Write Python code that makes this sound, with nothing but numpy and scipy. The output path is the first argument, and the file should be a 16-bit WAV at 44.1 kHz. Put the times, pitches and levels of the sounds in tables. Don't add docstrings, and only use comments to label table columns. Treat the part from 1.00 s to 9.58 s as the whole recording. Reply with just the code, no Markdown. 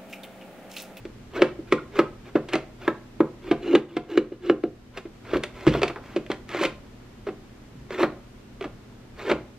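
import sys
import numpy as np
from scipy import signal
from scipy.fft import rfft, irfft
from scipy.io import wavfile
from scipy.ndimage import uniform_filter1d

SR = 44100
rng = np.random.default_rng(int(sys.argv[2]) if len(sys.argv) > 2 else 0)


def unload_audio(sound):
    columns = np.transpose(np.atleast_2d(sound))
    steps = np.round(np.clip(columns, -1, 1) * 32767)
    wavfile.write(sys.argv[1], SR, steps.astype(np.int16))


N = 378378


def amp(db):
    return 10 ** (np.asarray(db) / 20)


def read(points, hz):
    f, value = np.transpose(points)
    return np.interp(np.log(hz + 1), np.log(f + 1), value)


def evened(x, size=None):
    return x / np.sqrt(np.mean(x[:size] ** 2) + 1e-20)


def steady(x):
    return x / np.sqrt(abs(uniform_filter1d(x ** 2, size=1100)) + 1e-9)


def add(mix, s, sound):
    part = mix[max(round(s * SR), 0):][:len(sound)]
    part += sound[:len(part)]


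def colour(points, size=1024):
    log_gain = np.log(amp(read(points, abs(np.fft.fftfreq(size, 1 / SR)))))
    return np.fft.ifft(np.exp(np.conj(signal.hilbert(log_gain)))).real[:size // 2]


def through(x, response):
    return signal.fftconvolve(x, response)[:len(x)]


def resonate(x, bands):
    return sum(amp(db) * signal.lfilter(*signal.iirpeak(hz, hz / width, fs=SR), x) for hz, width, db in bands)


def even_noise(size):
    return irfft(np.exp(2j * np.pi * rng.random(size // 2 + 1)), size) * np.sqrt(size)


def background(air_db=-53, waver=0.43):
    # (frequency [Hz], relative level [dB])
    air_spectrum = [(10, -31), (24, 2.5), (45, -5), (70, -10), (95, -10.5), (150, -13), (250, -13),
                    (400, -16), (550, -23), (800, -26.5), (1900, -31.5), (3000, -35), (7000, -44.5),
                    (12500, -55), (15500, -101)]
    # (frequency [Hz], rms level before the gain over time [dB])
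    hum_tones = [(59.5, -71.5), (118.6, -60), (209.9, -64), (247.6, -62.5), (13006, -88)]
    # (time [s], level [dB])
    air_gain = [(0, 7), (2.6, 6), (2.9, 1), (3.85, 3), (4.3, 7), (8.58, 6)]
    hz, t = np.fft.rfftfreq(N, 1 / SR), np.arange(N) / SR
    mid, side = rfft(rng.standard_normal((2, N))) * amp(read(air_spectrum, hz))
    side = side * amp(read([(60, -26.0), (300, -6.5), (1000, -3.0), (3000, -1), (8000, 2.0)], hz))
    mid, side = irfft(np.array([mid, side]), N)
    air = amp(air_db) * np.array([mid + side, mid - side]) / mid.std()
    knots = np.linspace(0, t[-1], 60)
    hum = np.zeros(N)
    for f, db in hum_tones:
        drift = waver * np.interp(t, knots, rng.standard_normal(len(knots)))
        hum += amp(db) * np.sqrt(2) * np.sin(2 * np.pi * f * t + drift)
    return (air + hum) * amp(np.interp(t, *np.transpose(air_gain)))


def ringing(t, high, spread_db=0., detune=0.):
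    # (frequency [Hz], relative level [dB], t60 [s])
    casing_modes = [(142, -9.5, 0.32), (160, -9.5, 0.32), (221.2, -4.5, 0.23), (264.3, -16.5, 0.26),
                    (305, -0.5, 0.21), (400, -6.5, 0.24), (472.5, -4, 0.12), (522, -8, 0.15),
                    (573, -10.5, 0.068), (718, -19.5, 0.093), (868, -10, 0.14), (1026.4, -7.5, 0.11),
                    (1241.4, -7.5, 0.096), (1383, -7.5, 0.11), (1556, -6.5, 0.092), (1743, -9, 0.046),
                    (2172, -1.5, 0.061), (2418, -1, 0.045), (2700, 3, 0.016), (3497, 4.5, 0.023),
                    (4240, 2, 0.018)]
    out = np.zeros(len(t))
    for hz, db, t60 in casing_modes:
        if (hz > 550) == high:
            sign = rng.choice([-1, 1]) if high else 1
            share, shift = rng.standard_normal(2)
            level = amp(db + spread_db * share - 60 * t / t60)
            out += sign * level * np.sin(2 * np.pi * hz * (1 + detune * shift) * t)
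    return out


def walls(t, contact, scatter_db=-19.5, scatter_t60=0.14, modes_db=-13.5, swell=0.089):
    burst = even_noise(len(t)) * (np.exp(-t / contact) + amp(scatter_db - 60 * t / scatter_t60))
    modes = evened(ringing(t, True, spread_db=2.5, detune=0.03), size=512)
    ring = evened(burst, size=512) + amp(modes_db) * modes
    return ring * (1 - np.exp(-t / (swell * contact)))


def pops(rise=0.0019, shell_db=-10.5, cancel_hz=167.0, lead_db=-12.0, lead=0.0049,
         sag=0.084, sag_time=0.016, crisp_hz=6560.0, crisp_gain=1.0):
    # (time [s], boom [dB], clack [dB], snap [dB], middle boom pitch [Hz],
    # contact decay constant [s], boom t60 [s], middle overtone pitch [Hz], overtone [dB])
    touches = [(0.0518, -32, -49.5, -47, 355, 0.0051, 0.055, 666, -55),
               (0.4195, -13, -18, -20.5, 363, 0.0036, 0.071, 528, -24.5),
               (0.59, -30.5, -68, -70, 326, 0.0045, 0.064, 490, -57),
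               (0.723, -13, -20.5, -22.5, 361, 0.0041, 0.05, 511, -23.5),
               (0.9896, -12, -18, -25, 346, 0.0062, 0.081, 510, -28),
               (1.354, -13, -27.5, -36, 332, 0.012, 0.039, 590, -27),
               (1.486, -38.5, -43.5, -40, 353, 0.011, 0.093, 600, -50),
               (1.533, -31, -31, -27, 343, 0.0046, 0.054, 586, -42),
               (1.5392, -19, -31.5, -34, 347, 0.0012, 0.057, 762, -35),
               (1.5545, -19.5, -30, -29, 327, 0.0015, 0.064, 624, -29.5),
               (1.878, -19, -20, -29.5, 338, 0.0027, 0.059, 630, -31),
               (2.2037, -10.5, -22.5, -38.5, 331, 0.0052, 0.06, 582, -27.5),
               (2.5116, -13.5, -24, -29.5, 337, 0.007, 0.049, 701, -24.5),
               (2.738, -6.5, -38, -58, 335, 0.0048, 0.096, 463, -30),
               (2.7507, -20, -21, -27.5, 327, 0.0019, .04, 500, -31),
               (2.7522, -8.5, -27.5, -27, 339, 0.0026, 0.043, 437, -34),
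               (2.9664, -20.5, -32, -35, 333, 0.0063, 0.05, 722, -33.5),
               (3.1744, -8.5, -28, -29, 347, 0.0029, 0.056, 500, -40),
               (3.319, -28, -51.5, -60, 346, .019, 0.065, 505, -44.5),
               (3.497, -7.5, -21, -31.5, 343, 0.0026, 0.056, 487, -24.5),
               (3.6374, -16, -38, -44.5, 339, 0.00078, .055, 714, -36),
               (3.9724, -37, -41.5, -36.5, 383, 0.0064, 0.14, 636, -48),
               (4.053, -33, -50, -55, 341, 0.0087, 0.064, 610, -48),
               (4.333, -20, -28.5, -35, 355, 0.016, 0.05, 423, -31),
               (4.354, -21.5, -31, -54, 333, .012, 0.094, 590, -33),
               (4.368, -21, -50, -38.5, 341, 0.0048, 0.061, 548, -33),
               (4.436, -39, -37, -28.5, 370, 0.0033, 0.051, 600, -38.5),
               (4.667, -15, -27.5, -32, 305, 0.0013, 0.04, 503, -31),
               (4.673, -9.5, -28.5, -27.5, 330.5, 0.02, 0.044, 438, -36),
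               (4.7483, -21, -28.5, -39, 384, 0.0072, 0.028, 681, -31),
               (4.8174, -23.5, -27.5, -31, 400, 0.003, 0.056, 615, -41),
               (4.8316, -19.5, -22.5, -22.5, 368, 0.0018, 0.066, 734, -31.5),
               (4.879, -48, -44, -33, 382, 0.0063, 0.076, 617, -44),
               (4.897, -34, -34, -45, 341, 0.0093, 0.077, 670, -43),
               (4.96, -35.5, -35.5, -46.5, 413, 0.0002, 0.04, 716, -54),
               (5.162, -18, -32.5, -35.5, 352, 0.0054, 0.072, 543, -29.5),
               (5.264, -51, -61, -46.5, 355, 0.00099, 0.051, 610, -51),
               (5.3, -22.5, -35, -38, 347, 0.017, 0.037, 800, -36.5),
               (5.316, -55, -37, -32, 377, 0.0015, .06, 598, -40),
               (5.491, -46, -50, -41, 373, 0.0015, .06, 595, -60),
               (5.5463, -29, -30.5, -37, 351, .001, 0.13, 770, -49),
               (5.609, -22, -48, -32, 360, 0.026, 0.082, 580, -30),
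               (5.636, -40, -33, -27, 366, 0.0012, 0.07, 600, -37),
               (5.651, -22, -29.5, -27, 340, 0.0041, 0.048, 600, -53),
               (6.267, -28.5, -39, -44.5, 400, 0.014, 0.1, 629, -37),
               (6.286, -27.5, -41, -45.5, 347, .0077, 0.057, 756, -44),
               (6.906, -36, -37.5, -41, 384, 0.0022, 0.054, 484, -51),
               (7.029, -13.5, -19.5, -28.5, 355, 0.012, 0.074, 552, -23),
               (7.6095, -29, -36.5, -40.5, 380, 0.0032, 0.091, 684, -45),
               (7.641, -39, -34, -41, 320, 0.0077, 0.13, 647, -43),
               (7.654, -31, -52, -53, 285, 0.0055, 0.03, 575, -43),
               (8.295, -19.5, -25, -28.5, 398, 0.015, 0.029, 520, -31),
               (8.3139, -16, -24, -27.5, 348, 0.0074, 0.042, 575, -26)]
    # (frequency [Hz], relative level [dB])
    clack_spectrum = [(100, -50.5), (300, 3), (550, 6.5), (850, -0.5), (1250, 2), (2000, -10),
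                      (3000, -46.5), (16000, -40)]
    snap_spectrum = [(300, -56.5), (1200, -1), (2200, 5.5), (3000, 1), (4000, -3.5), (5200, -10.5),
                     (10000, -17), (13500, -29), (16000, -35)]
    overtone_t60 = 0.089
    out, t = np.zeros(N), np.arange(8192) / SR
    clack, snap = colour(clack_spectrum), colour(snap_spectrum)
    shell = amp(shell_db) * evened(ringing(t, False), size=512)
    radiation = signal.butter(2, cancel_hz, "high", fs=SR, output="sos")
    bent = np.cumsum(1 + sag * (np.exp(-t / sag_time) - .5)) / SR
    for s, boom_db, clack_db, snap_db, hz, contact, t60, overtone_hz, overtone_db in touches:
        panel = evened(amp(-60 * t / t60) * np.sin(2 * np.pi * hz * bent), size=512)
        boom = signal.sosfilt(radiation, (panel + shell) * (1 - np.exp(-(t / rise) ** 2)))
        overtone = amp(-60 * t / overtone_t60) * np.sin(2 * np.pi * overtone_hz * bent)
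        overtone = overtone * (1 - np.exp(-t / rise))
        edge = min(crisp_hz * amp(crisp_gain * (snap_db - clack_db)), SR * 2 / 5)
        crack = signal.lfilter(*signal.butter(1, edge, fs=SR), snap)
        clack_part = through(walls(t, contact), clack)
        snap_part = through(walls(t, contact), crack)
        parts = (boom_db, boom), (overtone_db, overtone), (clack_db, clack_part), (snap_db, snap_part)
        for db, part in parts:
            add(out, s, amp(db) * evened(part, size=512))
        tearing = evened(through(even_noise(size=1024), crack)) * np.exp(-t[:1024] / lead)[::-1]
        add(out, s - len(tearing) / SR, amp(snap_db + lead_db) * tearing)
    return out


def peels(boom_t60=0.073):
    # (start [s], end [s], crackle at the end [dB], boom at the end [dB],
    # swell of the crackle, negative where it fades [dB], panel pitch halfway [Hz])
    pulls = [(0.357, 0.421, -40.5, -21.5, -6, 365), (.682, 0.73, -60, -41, -8.5, 350),
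             (0.928, 0.92, -50, -49, 16, 387), (0.961, 0.992, -36, -27.5, -0.5, 400),
             (1.261, 1.29, -49, -46, 1, 352), (1.526, 1.534, -32, -41, 8.5, 352),
             (1.817, 1.893, -45.5, -35, -1.5, 343), (2.438, 2.494, -43, -33, 8, 347),
             (2.634, 2.732, -38, -14.5, 8.5, 332), (2.899, 2.95, -55, -39, 1, 335),
             (3.105, 3.16, -46, -22.5, -2, 334), (3.44, 3.508, -44.5, -20.5, 3, 351),
             (3.95, 3.978, -39, -59, 13, 364), (4.254, 4.362, -35.5, -34.5, 12.5, 340),
             (4.557, 4.667, -42, -37, 4, 370), (4.736, 4.795, -40, -27, -8.5, 360),
             (5.038, 5.175, -49, -44, 0.5, 352), (5.51, 5.603, -31.5, -31, 7, 341),
             (5.632, 5.649, -24.5, -34, 1.5, 350), (6.926, 6.959, -39, -31.5, -1.5, 375),
             (6.995, 7.018, -26.5, -20.5, 2, 357), (7.625, 7.625, -39, -37, 10, 356),
             (8.196, 8.232, -41, -38, -2, 410), (8.255, 8.291, -31, -27.5, 8, 395)]
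    # (frequency [Hz], relative level [dB])
    crackle_spectrum = [(100, -26.5), (300, -2.5), (550, 4.5), (850, 2), (1250, 1.5), (2000, 0),
                        (3000, -4.5), (4000, -10.5), (5200, -15.5), (7500, -21), (10000, -28),
                        (13500, -49.5)]
    # (low edge [Hz], high edge [Hz])
    sizzle_band = (12000, 15000)
    threads_per_s, thread_spread_db, clump_db = 2700., 3.4, 2.0
    sizzle_db, sizzle_growth = -41.5, 0.69
    attack_s, release_s, panel_stop_s = 0.014, 0.015, 0.13
    spot_s = .012
    strain_db_per_s = 178
    sag_per_s = 1
    out, t = np.zeros(N), np.arange(4096) / SR
    tone = colour(crackle_spectrum)
    radiation = signal.butter(1, [220, 520], "band", fs=SR, output="sos")
    top = signal.butter(2, sizzle_band, "band", fs=SR, output="sos")
    for start, end, crackle_db, boom_db, swell_db, hz in pulls:
        count = SR * 2 // 5
        time = start - .1 + np.arange(count) / SR
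        clumps = evened(uniform_filter1d(rng.standard_normal(count), size=160))
        spread = thread_spread_db * np.minimum(rng.exponential(1, count), 4)
        sizes = amp(spread + clump_db * np.minimum(clumps, 1))
        breaks = (rng.random(count) < threads_per_s / SR) * sizes * rng.choice([-1, 1], count)
        before, after = np.maximum(start - time, 0), np.maximum(time - end, 0)
        ends = np.exp(-before / attack_s - after / release_s)
        stuck = np.interp(time, [start, end], [1, 0])
        spot = (time / spot_s + rng.random(count)).astype(int) % 5
        ticks = np.zeros(count)
        for k in np.unique(spot):
            ticks += through(breaks * (spot == k), walls(t, .0008, scatter_db=-18., modes_db=-11.))
        sizzle = amp(sizzle_db + sizzle_growth * crackle_db) * steady(signal.sosfilt(top, breaks))
        crackle = amp(crackle_db) * steady(through(ticks, tone)) + sizzle
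        pitch = hz * (1 - sag_per_s * (time - (start + end) / 2))
        turn = np.exp(2j * np.pi * np.cumsum(pitch) / SR)
        panel = (turn * through(breaks / turn, amp(-60 * t / boom_t60))).real
        boom = steady(signal.sosfilt(radiation, panel))
        boom = boom * np.exp(-(after / panel_stop_s) ** 2)
        slack_db = strain_db_per_s * (end - start) * stuck
        add(out, time[0], ends * (crackle * amp(-swell_db * stuck) + boom * amp(boom_db - slack_db)))
    return out


def short_glides(jitter=0.09):
    # (time [s], length [s], first pitch [Hz], last pitch [Hz], peak level [dB])
    glides = [(.358, 0.0394, 1397, 1630, -33), (.778, 0.018, 1450, 1370, -32),
              (1.5235, .009, 2000, 3760, -33), (1.531, 0.014, 4300, 3950, -34),
              (1.538, .016, 2150, 1900, -28), (7.029, 0.0039, 3170, 5000, -27.5)]
    out = np.zeros(N)
    for s, length, first_hz, last_hz, db in glides:
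        part = np.arange(0, 1, 1 / (length * SR))
        pitch = first_hz + (last_hz - first_hz) * part
        hz = pitch * (1 + jitter * rng.standard_normal(len(part)))
        add(out, s, amp(db) * np.sin(np.pi * part) * np.sin(2 * np.pi * np.cumsum(hz) / SR))
    return out


def shoves(rise=0.0017):
    # (time [s], level before the decay [dB], t60 [s])
    pushes = [(4.333, -33, 0.42), (4.672, -18.5, 0.44), (4.713, -26, 0.2), (6.75, -37, 0.49),
              (7.039, -39, 0.25), (8.322, -32, 0.27)]
    # (frequency [Hz], width [Hz], relative level [dB])
    rocking_modes = [(61.6, 15.5, -0.5), (134.5, 11.4, 1)]
    out, t = np.zeros(N), np.arange(SR // 2) / SR
    dull = signal.butter(2, 250, "low", fs=SR, output="sos")
    for s, db, t60 in pushes:
        rumble = signal.sosfilt(dull, resonate(even_noise(len(t)), rocking_modes))
        add(out, s, evened(rumble) * amp(db - 60 * t / t60) * (1 - np.exp(-t / rise)))
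    return out


def base(x):
    # (frequency [Hz], width [Hz], level [dB])
    rung_bands = [(1715, 120, -3), (2895, 140, 12), (3420, 130, 1), (4010, 230, 6.5), (6750, 600, -6)]
    # (frequency [Hz], width [Hz], share taken [dB])
    muted_bands = [(151, 210, -2.5), (630, 97, -8), (995, 270, -6), (1440, 190, -14), (1860, 130, -25),
                   (2850, 390, -3.5), (3300, 220, 2.5), (4280, 270, -4)]
    return resonate(x, rung_bands) - resonate(x, muted_bands)


def room(x, wet_db=-14.0, side_db=-42.0, build=0.00092):
    # (frequency [Hz], t60 [s])
    room_decay = [(100, 0.079), (300, 0.31), (700, 0.45), (2300, 0.31), (5000, 0.3), (15000, 0.15)]
    # (delay [s], gain [ratio])
    near_echoes = [(0.0178, 0.032), (0.027, 0.056)]
    size = SR // 2
    taps = rng.choice([-1., 1.], (2, size)) * (rng.random((2, size)) < .1)
    taps = taps * (1 - np.exp(-np.arange(size) / SR / build))
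    hz, t, z = signal.stft(taps, SR, nperseg=256)
    tails = signal.istft(z * amp(-60 * t / read(room_decay, hz)[:, None]), SR, nperseg=256)[1]
    mid, side = (amp(wet_db) * through(x, tail / np.linalg.norm(tail)) for tail in tails)
    side = amp(side_db) * side + signal.lfilter(*signal.butter(1, 3500, "high", fs=SR), side)
    for delay, gain in near_echoes:
        add(mid, delay, gain * x)
    return x + mid, side


def ports(mid, side):
    # (frequency [Hz], phase [rad])
    lag = [(0, 0), (150, .03), (350, .08), (1500, .15), (3400, .4), (5500, 1.1), (7500, 1.8), (9200, 2.6),
           (11000, 2.7), (13000, 1.7), (15500, 1.2)]
    # (frequency [Hz], rms scatter [rad])
    scatter = [(60, .01), (300, 0.16), (1000, 0.071), (2500, 0.083), (5000, 0.2), (9000, 0.11)]
    hz = np.fft.rfftfreq(N, 1 / SR)
    paths = evened(rfft(rng.standard_normal(300), N).real)
    turn = np.exp(.5j * (read(lag, hz) + paths * read(scatter, hz)))
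    m, s = rfft(mid), rfft(side)
    return irfft(np.array([(m + s) / turn, (m - s) * turn]), N) * amp([[-.2], [.2]])


def scene(spill=0.35, nearness=0.34):
    # (time [s], share [0-1])
    base_share = [(2.57, 0), (2.62, 1), (2.88, 1), (2.92, 0), (3.05, 0), (3.09, 1), (3.6, 1), (3.85, 0)]
    hands = pops() + peels() + short_glides()
    low = hands * np.interp(np.arange(N) / SR, *np.transpose(base_share))
    coloured = base(low)
    near = nearness * low + (1 - spill) * coloured
    mid, side = room(hands + coloured - near + shoves())
    return background() + ports(mid + near, side)


def record(dry, ceiling=.9, edge_hz=15900):
    dry = signal.sosfilt(signal.butter(1, 42, "high", fs=SR, output="sos"), dry)
    dry = dry / (1 + (dry / ceiling) ** 10) ** (1 / 10)
    return signal.oaconvolve(dry, signal.firwin(511, edge_hz, window=("kaiser", 9), fs=SR)[None], "same")


dry = scene()
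out = record(dry)
unload_audio(out)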